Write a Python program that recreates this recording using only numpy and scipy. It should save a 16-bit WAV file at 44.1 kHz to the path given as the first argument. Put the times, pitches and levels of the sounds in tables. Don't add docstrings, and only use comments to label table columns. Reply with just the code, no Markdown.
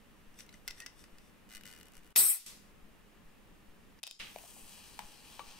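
import sys
import numpy as np
from scipy import signal
from scipy.fft import rfft, irfft, next_fast_len
from scipy.io import wavfile

SR = 44100
rng = np.random.default_rng(int(sys.argv[2]) if len(sys.argv) > 2 else 0)


def wav_out(sig):
    wavfile.write(sys.argv[1], SR, np.round(np.clip(np.atleast_2d(sig).T, -1, 1) * 32767).astype(np.int16))


def voltage_ratio(decibels):
    exponent = np.asarray(decibels, float) / 20
    return 10 ** exponent


N = 246519


def seconds():
    return np.arange(N) / SR


def in_time(rows, edge_s=.004):
    s, *columns = np.transpose(rows)
    s = np.r_[s[0] - edge_s, s, s[-1] + edge_s]
    return [np.interp(seconds(), s, np.r_[-140, c, -140]) for c in columns]


def rms_one(x):
    return x / np.sqrt(np.mean(x ** 2))


def pan(db):
    return voltage_ratio(np.array([db, -db]) / 2)


def laid(x, at):
    return np.pad(x, ((0, 0), (at, N - at - x.shape[1])))


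def stereo_white(alike, size=N):
    mid, side = rng.standard_normal((2, size))
    alike = np.clip(alike, 0, 1)
    shared = np.sqrt(1 + alike) * mid
    apart = np.sqrt(1 - alike) * side * [[1], [-1]]
    return (shared + apart) / np.sqrt(2)


def coloured(x, spectrum):
    hz, db = np.transpose(spectrum)
    size = next_fast_len(x.shape[1], True)
    log_hz = np.log(np.arange(size // 2 + 1) * SR / size + 1)
    gains = voltage_ratio(np.interp(log_hz, np.log(hz), db, -90, -90))
    return rms_one(irfft(rfft(x, size) * gains, size)[:, :x.shape[1]])


def drift(rate_hz, size=N):
    r = np.exp(-16 * np.pi * rate_hz / SR)
    slow = signal.lfilter([1], [1, -2 * r, r * r], rng.standard_normal(size // 8 + 6002))
    slow = slow[6000:]
    return np.interp(np.arange(size) / 8, np.arange(len(slow)), rms_one(slow))


def band(x, low_hz, high_hz):
    return signal.sosfilt(signal.butter(2, [low_hz, high_hz], "band", fs=SR, output="sos"), x)


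def patchy(x, edges_hz, patch_db, rate_hz):
    out = 0
    for k, (low_hz, high_hz) in enumerate(zip(edges_hz, edges_hz[1:])):
        swell = voltage_ratio(patch_db * drift(rate_hz, size=x.shape[1]))
        out = out + (-1) ** k * swell * band(x, low_hz, high_hz)
    return out


def ring(drive, hz, t60):
    r, w = voltage_ratio(-60 / (t60 * SR)), 2 * np.pi * hz / SR
    return signal.lfilter([0, np.sin(w)], [1, -2 * r * np.cos(w), r * r], drive + 1e-18)


def rings(drive, modes):
    return sum(voltage_ratio(db) * ring(drive, hz, t60) for hz, db, t60 in modes)


def add(out, s, gains, hz, t60):
    at = round(s * SR)
    click = np.arange(min(SR // 8, N - at)) == 0
    out[:, at:at + len(click)] += gains[:, None] * ring(click, hz, t60)


# from t/s, to t/s, level/dB
TURNED_DOWN = [
    (2.128, 2.462, -15),
    (3.999, 4.198, -14),
]


def fader_db(s):
    return sum(db * ((s > start) & (s < end)) for start, end, db in TURNED_DOWN)


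def train(times, gains):
    at = np.round(np.asarray(times) * SR).astype(int)
    clicks = np.zeros((2, N))
    clicks[:, at] = gains * voltage_ratio(-fader_db(at / SR))
    return clicks


def cracks(clicks, low_hz, high_hz, t60, swell_s, alike):
    r = np.exp(-1 / (swell_s * SR))
    envelope = signal.lfilter([1], [1, -voltage_ratio(-60 / (t60 * SR))], clicks + 1e-18)
    envelope = signal.lfilter([1 - r], [1, -r], envelope)
    return envelope * rms_one(band(stereo_white(alike, size=clicks.shape[1]), low_hz, high_hz))


def hits(rows, side_db, modes, ring_db, crack_db, crack_t60, scatter_db,
         low_hz=1300, split_hz=6500, swell_s=0.00033):
    s, db, bright_db = np.transpose(rows)[:3]
    sizes = voltage_ratio(db) * pan(side_db)
    part = slice(round((s.min() - .01) * SR), round((s.max() + .3) * SR))
    dull = train(s, sizes * voltage_ratio(crack_db))[:, part]
    bright = train(s, sizes * voltage_ratio(bright_db + crack_db + 7.5))[:, part]
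    out = cracks(dull, low_hz, split_hz, crack_t60, swell_s, 0.21)
    out += cracks(bright, split_hz, 16000, 0.66 * crack_t60, swell_s, 0.62)
    chance = rng.standard_normal((len(s), len(modes), 4))
    for k, (hz, mode_db, t60) in enumerate(modes):
        both, left, right, late = chance[:, k].T
        lift_db = (bright_db + 10.5) * (hz > 6500)
        uneven_db = scatter_db * (both + np.array([left, right]) / 2)
        strength = voltage_ratio(ring_db + mode_db + lift_db + uneven_db)
        struck_s = s + 1.6 * swell_s * abs(late)
        out += ring(train(struck_s, sizes * strength)[:, part], hz, t60)
    return laid(band(out, 0.91 * modes[0][0], 18000), part.start)


# f/Hz, level/dB per Hz
RUMBLE = [(12, -27), (20, -2), (70, -16), (101, -13.5), (118, -19), (215, -10), (252, -16.5), (316, -16),
          (370, -22), (414, -17.5), (600, -24.5), (780, -59), (1320, -120)]
# f/Hz, level/dB per Hz
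AIR = [(350, -31), (600, -4.5), (737, -3.5), (1260, -3.5), (1480, -6.5), (1770, -4), (2150, -7.5),
       (2830, -6.5), (3070, -9.5), (4320, -15.5), (6520, -18), (14200, -18), (15900, -18.5)]


def air():
    rumble = voltage_ratio(-61 + 1.0 * drift(8)) * coloured(stereo_white(.33), RUMBLE)
    hiss = voltage_ratio(-65.5) * coloured(stereo_white(0.39), AIR)
    return (rumble + hiss) * pan(0.31)[:, None]


# first t/s, until t/s
BLINKS = [
    (0.269, 4.19),
    (4.193, 5.59),
]


def blinks():
    period_s, level_db = .4265, -44.5
    s = np.concatenate([np.arange(start, end, period_s) for start, end in BLINKS])
    steps = np.zeros(N)
    steps[(s * SR).astype(int)] = voltage_ratio(level_db) * (-1) ** np.arange(1, len(s) + 1)
    t = seconds()[:SR // 2]
    onset = 1 - np.exp(-(t / 0.0057) ** 2)
    pulse = onset * (0.63 * np.exp(-t / 0.025) + 0.13 * np.exp(-t / .12))
    return signal.fftconvolve(steps, pulse)[:N] * pan(2.5)[:, None]


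# t/s, peak level/dB, brightness level/dB, lid f/Hz, tab f/Hz
NAILS = [(0.3427, -55, -11, 1810, 6000), (0.389, -43, -3, 2440, 6100), (0.3974, -43, -10, 1820, 5400),
         (0.405, -36, -22, 2640, 5880), (0.4634, -54, -2, 2670, 6110), (0.4913, -44, -14, 2130, 3980),
         (0.5267, -50, -13, 2030, 4700), (0.5404, -45, -14, 2000, 6140), (0.6779, -26, -4, 2070, 5080),
         (0.6834, -33, -12, 2130, 5800), (0.7035, -46, -12, 2600, 5600), (0.7058, -43, -10, 2600, 5300),
         (0.7083, -34, -10, 1990, 5450), (0.7806, -45, -15, 1820, 5700), (0.8021, -35, -4, 2580, 5800),
         (0.8209, -42, -21, 1820, 4700), (0.862, -30, -16, 2000, 5450), (0.865, -37, -14, 2020, 5200),
         (0.9926, -51, -11, 1980, 5500), (1.04, -43, -13, 1906, 4870), (1.1837, -46, -12, 1860, 5000),
         (3.9883, -52.5, -17, 1750, 4870)]
# f/Hz, level/dB, t60 t/s
CLOSED = [(1442, -14.5, 0.14), (2032, -1.5, 0.053), (2130, -31, .03), (2640, -3, .035), (2930, -13, 0.051),
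          (3500, -22.5, .02), (4260, -11, 0.036), (5080, -15, 0.018), (5750, -10, 0.047), (5850, -4, 0.018),
          (8000, -9, 0.012), (9700, -18, 0.0088)]


def nails():
    left_db, lid_t60_s, tab_t60_s = 3, .032, .014
    out = hits(NAILS, np.full(len(NAILS), left_db), CLOSED, -15.5, -8.0, 0.018, 2.5)
    for s, db, bright_db, lid_hz, tab_hz in NAILS:
        add(out, s, voltage_ratio(db - 11.5) * pan(left_db), lid_hz, lid_t60_s)
        add(out, s, voltage_ratio(db - 7.5) * pan(left_db), tab_hz, tab_t60_s)
    return out


def room(x):
    t60_s, level_db, cut_hz = 0.28, -13.5, 7000
    t = seconds()[:SR]
    tail = band(rng.standard_normal((2, SR)), 200, cut_hz) * voltage_ratio(-60 * t / t60_s) * (t > .006)
    tail = tail / np.sqrt(np.sum(tail ** 2, axis=1, keepdims=True))
    return voltage_ratio(level_db) * signal.fftconvolve(x, tail, axes=1)[:, :N]


# from t/s, to t/s, first load level/dB, last load level/dB
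PULLS = [
    (1.4914, 1.542, -52.5, -44.5),
    (1.5492, 1.58, -40.5, -47.5),
    (1.654, 1.811, -44, -51.5),
    (1.8563, 1.885, -49.5, -53),
    (1.936, 1.991, -54, -51.5),
    (2.0333, 2.076, -58.5, -56),
]


def pull_db():
    loads = []
    for start, end, first_db, last_db in PULLS:
        loads.append(in_time([(start, first_db), (end, last_db)], .05)[0])
    return np.max(loads, axis=0)


# peak t/s, can ring level/dB, rise t/s per 20 dB, fall t/s per 20 dB,
# dry scratch above the ring level/dB
RUB = [
    (0.405, -60, 0.05, 0.05, 10.5),
    (0.538, -52, .035, 0.08, -7.5),
    (0.68, -63, 0.04, .1, 5),
    (0.809, -50.5, 0.1, .045, -1),
    (0.864, -59, .006, 0, 12),
    (1.005, -59, 0.07, 0.08, 4),
    (1.042, -47, .003, 0.01, -18),
    (1.188, -64, -0.38, -2, -8),
    (1.27, -76, 0.2, 0.1, 11),
]
# f/Hz, level/dB per Hz
SCRATCH = [(1760, -31), (3000, -41), (3190, -8), (3620, 4.5), (3930, -10), (5910, 2), (6520, -11),
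           (8250, 0), (10800, -6.5), (12600, -5.5), (15700, -23)]
# f/Hz, level/dB, t60 t/s
LOADED = [(1478, -5.5, 0.038), (1773, -7, 0.028), (2040, -8, 0.057), (2450, -9, .03), (2910, -3, 0.03),
          (4600, -10, .012), (8200, -9.5, 0.011), (11500, -7, 0.00599)]


def rubbing():
    t, load_db = seconds(), pull_db()
    ring_db = load_db - 7.5
    dry_db = -60 + 1.5 * (load_db + 47.5)
    for s, db, rise_s, fall_s, scratch_db in RUB:
        stroke_db = db - 20 * np.maximum((s - t) / rise_s, (t - s) / fall_s)
        ring_db = np.maximum(ring_db, stroke_db)
        dry_db = np.maximum(dry_db, stroke_db + scratch_db)
    grains = stereo_white(0.71) * voltage_ratio(1.0 * drift(270))
    body = voltage_ratio(ring_db - 13.5) * rms_one(rings(grains, LOADED[:6]))
    scratch = voltage_ratio(dry_db - 5.5) * coloured(grains, SCRATCH)
    return (body + scratch) * pan(3.8)[:, None]


# t/s, pitch f/Hz, level/dB
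SQUEAK = [
    (0.772, 1825, -73),
    (0.78, 1820, -67),
    (0.834, 1885, -53.5),
    (0.854, 1970, -66),
    (0.858, 1937, -72),
]


def squeak():
    s, hz, db = np.transpose(SQUEAK)
    pitch_hz = np.interp(seconds(), s, hz) * (1 + 0.0054 * drift(80))
    phase = 2 * np.pi * np.cumsum(pitch_hz) / SR
    level_db = in_time(SQUEAK, .01)[1] + 2.0 * drift(60)
    stirred = voltage_ratio(-17.0) * rms_one(ring(rng.standard_normal(N), 2754, 0.044))
    return voltage_ratio(level_db) * (np.sqrt(2) * np.sin(phase) + stirred) * pan(2.9)[:, None]


# t/s, peak level/dB, brightness level/dB
SLIPS = [(1.4904, -50, -5.5), (1.499, -46, -5.5), (1.507, -44, -5.5), (1.516, -44, -5.5),
         (1.5249, -42, -5.5), (1.5364, -41, -5.5), (1.5494, -36, -5.5), (1.5574, -38, -5.5),
         (1.5684, -38, -5.5), (1.5774, -44, -5.5), (1.6097, -42, -5.5), (1.6352, -42, -5.5),
         (1.6546, -39, -5.5), (1.6654, -40, -5.5), (1.6754, -39, -5.5), (1.6844, -43, -5.5),
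         (1.6924, -44, -5.5), (1.7014, -44, -5.5), (1.713, -43, -5.5), (1.726, -42, -5.5),
         (1.7364, -43, -5.5), (1.7494, -47, -5.5), (1.7624, -44, -5.5), (1.7754, -46, -5.5),
         (1.7874, -46, -5.5), (1.7994, -48, -5.5), (1.8104, -42, -5.5)]
# t/s, peak level/dB, brightness level/dB
LATE_SLIPS = [(1.8302, -42, -2.5), (1.8552, -50, -2.5), (1.8684, -48, -2.5), (1.8834, -48, -2.5),
              (1.92, -50, -2.5), (1.9355, -49, -2.5), (1.9445, -49, -2.5), (1.9525, -45, -2.5),
              (1.9679, -43, -2.5), (1.9784, -45, -2.5), (1.9914, -54, -2.5), (2.0328, -53, -2.5),
              (2.0454, -52, -2.5), (2.0574, -56, -2.5), (2.0654, -52, -2.5), (2.0744, -52, -2.5),
              (2.1051, -52, -2.5), (2.1174, -57, -2.5)]


def slips():
    rows = np.r_[SLIPS, np.array(LATE_SLIPS) - [0, 2.5, 0]]
    return voltage_ratio(-4.5) * hits(rows, np.full(len(rows), 3.), LOADED, -6.5, -3.5, 0.013, 1.8)


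# t/s, peak level/dB, brightness level/dB, left-right level/dB
SNAPS = [
    (2.1554, -34, -11, 2.5),
    (2.16, -12.5, -9, 1),
    (4.0309, -31.5, -6.5, 11),
    (4.0352, -24, -10, 0.5),
    (4.0672, -35.5, -10, 17),
    (4.0746, -30.5, -11, -5),
    (4.1106, -33, -7.5, 5.5),
    (4.1925, -43, -10, 2),
]
# f/Hz, level/dB, t60 t/s
TORN = [(647.5, -14.5, 0.0074), (1012, -12, .008), (2580, -3.5, 0.016), (3170, -1.5, 0.012),
        (3700, -0.5, 0.017), (4950, -4.5, 0.017), (5410, -7, 0.024), (7100, -10, 0.0054),
        (9180, -0.5, 0.008)]


def snaps():
    return hits(SNAPS, np.array(SNAPS)[:, 3], TORN, -11, -6, 0.0072, 1, low_hz=2210, swell_s=0.00063)


# t/s, level/dB before the fader
JET = [
    (2.16, -10),
    (2.192, -7),
    (2.225, -11.5),
    (2.275, -15.5),
    (2.302, -12.5),
    (2.36, -27),
    (2.41, -45),
    (2.6, -76),
    (2.72, -84),
]
# f/Hz, level/dB per Hz
HISS = [(4060, -52), (6900, -25), (7890, -2.5), (8290, 1.5), (8700, -1.5), (9760, -5), (10200, -7.5),
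        (13300, -35.5), (22000, -120)]
# f/Hz, level/dB per Hz
TOP_HISS = [(5760, -33), (9800, -11), (11500, 1), (13700, -7), (15000, -7), (15900, -12)]
# f/Hz, level/dB per Hz
ROAR = [(290, -36.5), (500, -14.5), (864, -8), (1060, -7), (1310, -5.5), (1760, -7), (1950, -4), (2360, -1),
        (3450, -0.5), (4510, 2), (5820, 1.5), (6890, -1.5), (7200, 3), (9360, -33.5), (15800, -120)]
# t/s, level/dB
SEEP = [
    (4.04, -62),
    (4.122, -57),
    (4.19, -69.5),
]
# f/Hz, level/dB per Hz
SEEP_COLOUR = [(350, -65), (600, -35), (2000, -34), (2520, -11), (3050, -18.5), (3790, -6), (4230, -7.5),
               (5050, 7.5), (6030, -11), (7210, -3), (8970, -23), (11300, -13.5), (15700, -47)]


def jet():
    t = seconds()
    flow_db, = in_time(JET, .002)
    since = np.maximum(t - JET[0][0], 0)
    shut_db = 2 * np.minimum(flow_db + 90.5, 0)
    hiss_db = flow_db - 10 * np.maximum(1 - since / .018, 0)
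    top_db = -6.8 + 1.08 * (flow_db + 8.5)
    roar_db = shut_db - 16.5 - 70 * since + 5.5 * np.exp(-since / .012) + .3 * (flow_db + 7)
    puff_db = shut_db - 30.5 - 80 * since - 14.5 * (t > 2.268)

    blowing = np.interp(t, [2.32, 2.37], [1, 0])
    flutter = voltage_ratio(.6 * blowing * drift(150))
    at, end = round(2.1 * SR), round(2.8 * SR)
    gusts, size = blowing[at:end], end - at
    hiss = patchy(stereo_white(0.4, size=size), np.geomspace(6000, 11000, num=9), 1.8 * gusts, 25)
    top = patchy(stereo_white(0.35, size=size), np.geomspace(9000, 16500, num=12), 1.8 * gusts, 25)
    roar = patchy(stereo_white(0.29, size=size), np.geomspace(400, 8000, num=26), 2.6 * gusts, 20.5)
    roar = coloured(roar, ROAR)
    shell = voltage_ratio(-11.5) * rms_one(rings(roar, CLOSED))
    out = voltage_ratio(hiss_db) * laid(coloured(hiss, HISS), at) * pan(4.7)[:, None]
    out += voltage_ratio(top_db) * laid(coloured(top, TOP_HISS), at) * pan(2.8)[:, None]
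    out += voltage_ratio(roar_db) * laid(roar + shell, at) * pan(2.5)[:, None]

    puff = voltage_ratio(puff_db) * rms_one(band(stereo_white(0.2036), 18, 600)) * pan(2.1)[:, None]
    seep_db = in_time(SEEP, .006)[0] - fader_db(t) + 1.5 * drift(100)
    seep = voltage_ratio(seep_db) * coloured(stereo_white(.4), SEEP_COLOUR)
    late = t - 2.4
    echo_db = -40.5 - 60 * np.where(late > 0, late / .45, -late / .05)
    echo = voltage_ratio(echo_db) * rms_one(band(stereo_white(.2), 2500, 12000))
    return flutter * out + puff + seep + echo


# t/s, froth level/dB, opening level/dB
FIZZ = [
    (4.2, -71.5, -7),
    (4.3, -65.5, -2.5),
    (4.45, -64, -1),
    (4.58, -65.5, -4),
    (4.8, -67.5, 2.5),
    (5.04, -69.5, 0),
    (5.27, -69.5, 2),
    (5.59, -70.5, 3.5),
]
# f/Hz, level/dB per Hz
FIZZ_BODY = [(410, -20), (700, -6.5), (909, -1), (1210, -8.5), (1590, -10), (1710, -6), (2010, -8),
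             (2200, -9), (2460, 0.5), (3230, 0.5), (3580, -1), (3930, -0.5), (4780, -2), (5150, -3.5),
             (6500, -7), (8450, -19), (14300, -120)]
# f/Hz, level/dB per Hz
FIZZ_TOP = [(4500, -28.5), (5800, -6), (7500, -8), (10000, -6.5), (13000, -7), (15000, -6.5), (15900, -11)]
# t/s, level/dB, t60 t/s
ECHO = (4.198, -48.5, 0.47)
# f/Hz, level/dB per Hz
ECHO_COLOUR = [(120, -47), (200, -20), (515, -14), (742, -20), (940, -11), (1010, -24), (1110, -11),
               (1710, -9.5), (2900, -1), (5010, -13), (15500, -33)]
# f/Hz, level/dB, t60 t/s
OPENED = [(837, -18, 0.167), (970, -15, 0.055), (1080, -21, 0.085), (2377, -7, 0.016), (2963, -13.5, 0.035),
          (4900, -37, .02)]


def fizz():
    at = round(4.1 * SR)
    size = N - at
    froth_db, open_db = in_time(FIZZ, 0.002)
    shut_db = np.minimum(froth_db + 79.5, 0)
    lagging_db = np.interp(seconds() - 0.14, *np.transpose(FIZZ)[:2])
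    hole_db = (shut_db - 66.5 + 0.82 * (lagging_db + 67))[at:]
    top_db, body_db = froth_db[at:], open_db[at:] - 60.5
    after = (seconds() - ECHO[0])[at:]
    bursts = voltage_ratio(1.6 * drift(470, size=size) + 0.9 * drift(12.0, size=size))

    body = patchy(bursts * stereo_white(0.65, size=size), np.geomspace(500, 8000, num=17), 1.3, 5.0)
    body = voltage_ratio(body_db) * coloured(body, FIZZ_BODY)
    body = signal.lfilter(*signal.iirnotch(3600, 14, SR), body)
    walls = rings(bursts * stereo_white(1.0, size=size), OPENED)
    body += voltage_ratio(body_db - 12) * rms_one(walls)
    hole = voltage_ratio(hole_db + 2.5) * rms_one(band(bursts * stereo_white(0.61, size=size), 7830, 9400))
    top = patchy(bursts * stereo_white(0.44, size=size), np.geomspace(4500, 17000, num=12), 1.2, 5.0)
    top = voltage_ratio(top_db + 5.5) * coloured(top, FIZZ_TOP)

    echo_db = ECHO[1] + 6.0 - 60 * abs(after) / ECHO[2] + 0.53 * drift(67, size=size)
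    echo = (after > 0) * voltage_ratio(echo_db) * coloured(stereo_white(0.36, size=size), ECHO_COLOUR)
    return laid((body + hole + top) * pan(3.5)[:, None] + echo * pan(-0.9)[:, None], at)


# t/s, peak level/dB, cavity f/Hz, brightness level/dB, t60 t/s
KNOCKS = [(4.3605, -28, 670, -14, 0.011), (4.385, -58, 886, 16, 0.015), (4.438, -44.5, 670, -23, 0.02),
          (4.451, -52, 750, -14, 0.023), (4.566, -49.5, 775, -15, 0.023), (4.991, -30, 946.6, -3, 0.018),
          (5.004, -46, 900, -9, 0.04), (5.036, -48, 960, -12, 0.02), (5.021, -44, 1030, -8, 0.017),
          (5.3935, -30, 930, -9, 0.016), (5.396, -45, 520, -20, 0.04), (5.397, -44, 2377, -20, 0.03),
          (5.403, -41, 1150, -12, 0.07)]


def knocks():
    rows = np.array(KNOCKS)
    s, db, bright_db = rows[:, 0], rows[:, 1], rows[:, 3]
    ticks = np.c_[s, db + bright_db, -10 + 1.2 * np.minimum(bright_db + 3.0, 0)]
    out = hits(ticks, np.full(len(rows), 4.), OPENED, -2.4, -1.2, .012, 3.2, low_hz=990, split_hz=3950)
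    thumps = np.zeros((2, N))
    for s, db, hz, bright_db, t60 in KNOCKS:
        at = round(s * SR)
        thump = band(ring(np.arange(SR // 8) == 0, hz, t60), .7 * hz, 2.4 * hz)
        thumps[:, at:at + len(thump)] += voltage_ratio(db - 1.5) * pan(6.2)[:, None] * thump
    return out + thumps


def scene():
    struck = nails() + slips() + snaps() + knocks()
    return struck + room(struck) + rubbing() + squeak() + jet() + fizz() + air() + blinks()


# from t/s, to t/s, centre f/Hz, width f/Hz
DROPPED = [(2.18, 2.23, 12500, 250), (2.24, 2.29, 14000, 250), (2.22, 2.31, 6800, 160),
           (2.243, 2.272, 7100, 520), (2.21, 2.25, 5000, 130), (2.235, 2.275, 6350, 130),
           (2.285, 2.325, 6100, 400), (2.27, 2.33, 13300, 200), (2.28, 2.32, 4500, 120),
           (2.215, 2.245, 4150, 160), (2.24, 2.33, 3500, 150), (2.3, 2.36, 2800, 90),
           (4.215, 4.245, 12300, 300), (4.7, 4.81, 3600, 150)]


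def drop_bands(x):
    out = x.copy()
    for start, end, hz, width_hz in DROPPED:
        part = slice(round((start - .006) * SR), round((end + .006) * SR))
        edges_hz = [hz - .7 * width_hz, hz + .7 * width_hz]
        lost = signal.sosfiltfilt(signal.butter(4, edges_hz, "band", fs=SR, output="sos"), out[:, part])
        out[:, part] -= signal.windows.tukey(lost.shape[1], .3) * lost
    return out


def top_cut(x):
    return signal.sosfilt(signal.butter(12, 16640, fs=SR, output="sos"), x)


def record(dry):
    overload = 1.4
    dry = overload * np.tanh(dry / overload)
    steep = signal.ellip(10, .3, 42, 15750, fs=SR, output="sos")
    cut = signal.sosfilt(steep, dry * voltage_ratio(fader_db(seconds())))
    cut[1, 1:] = cut[1, :-1].copy()
    return top_cut(drop_bands(cut))


dry = scene()
out = record(dry)
wav_out(out)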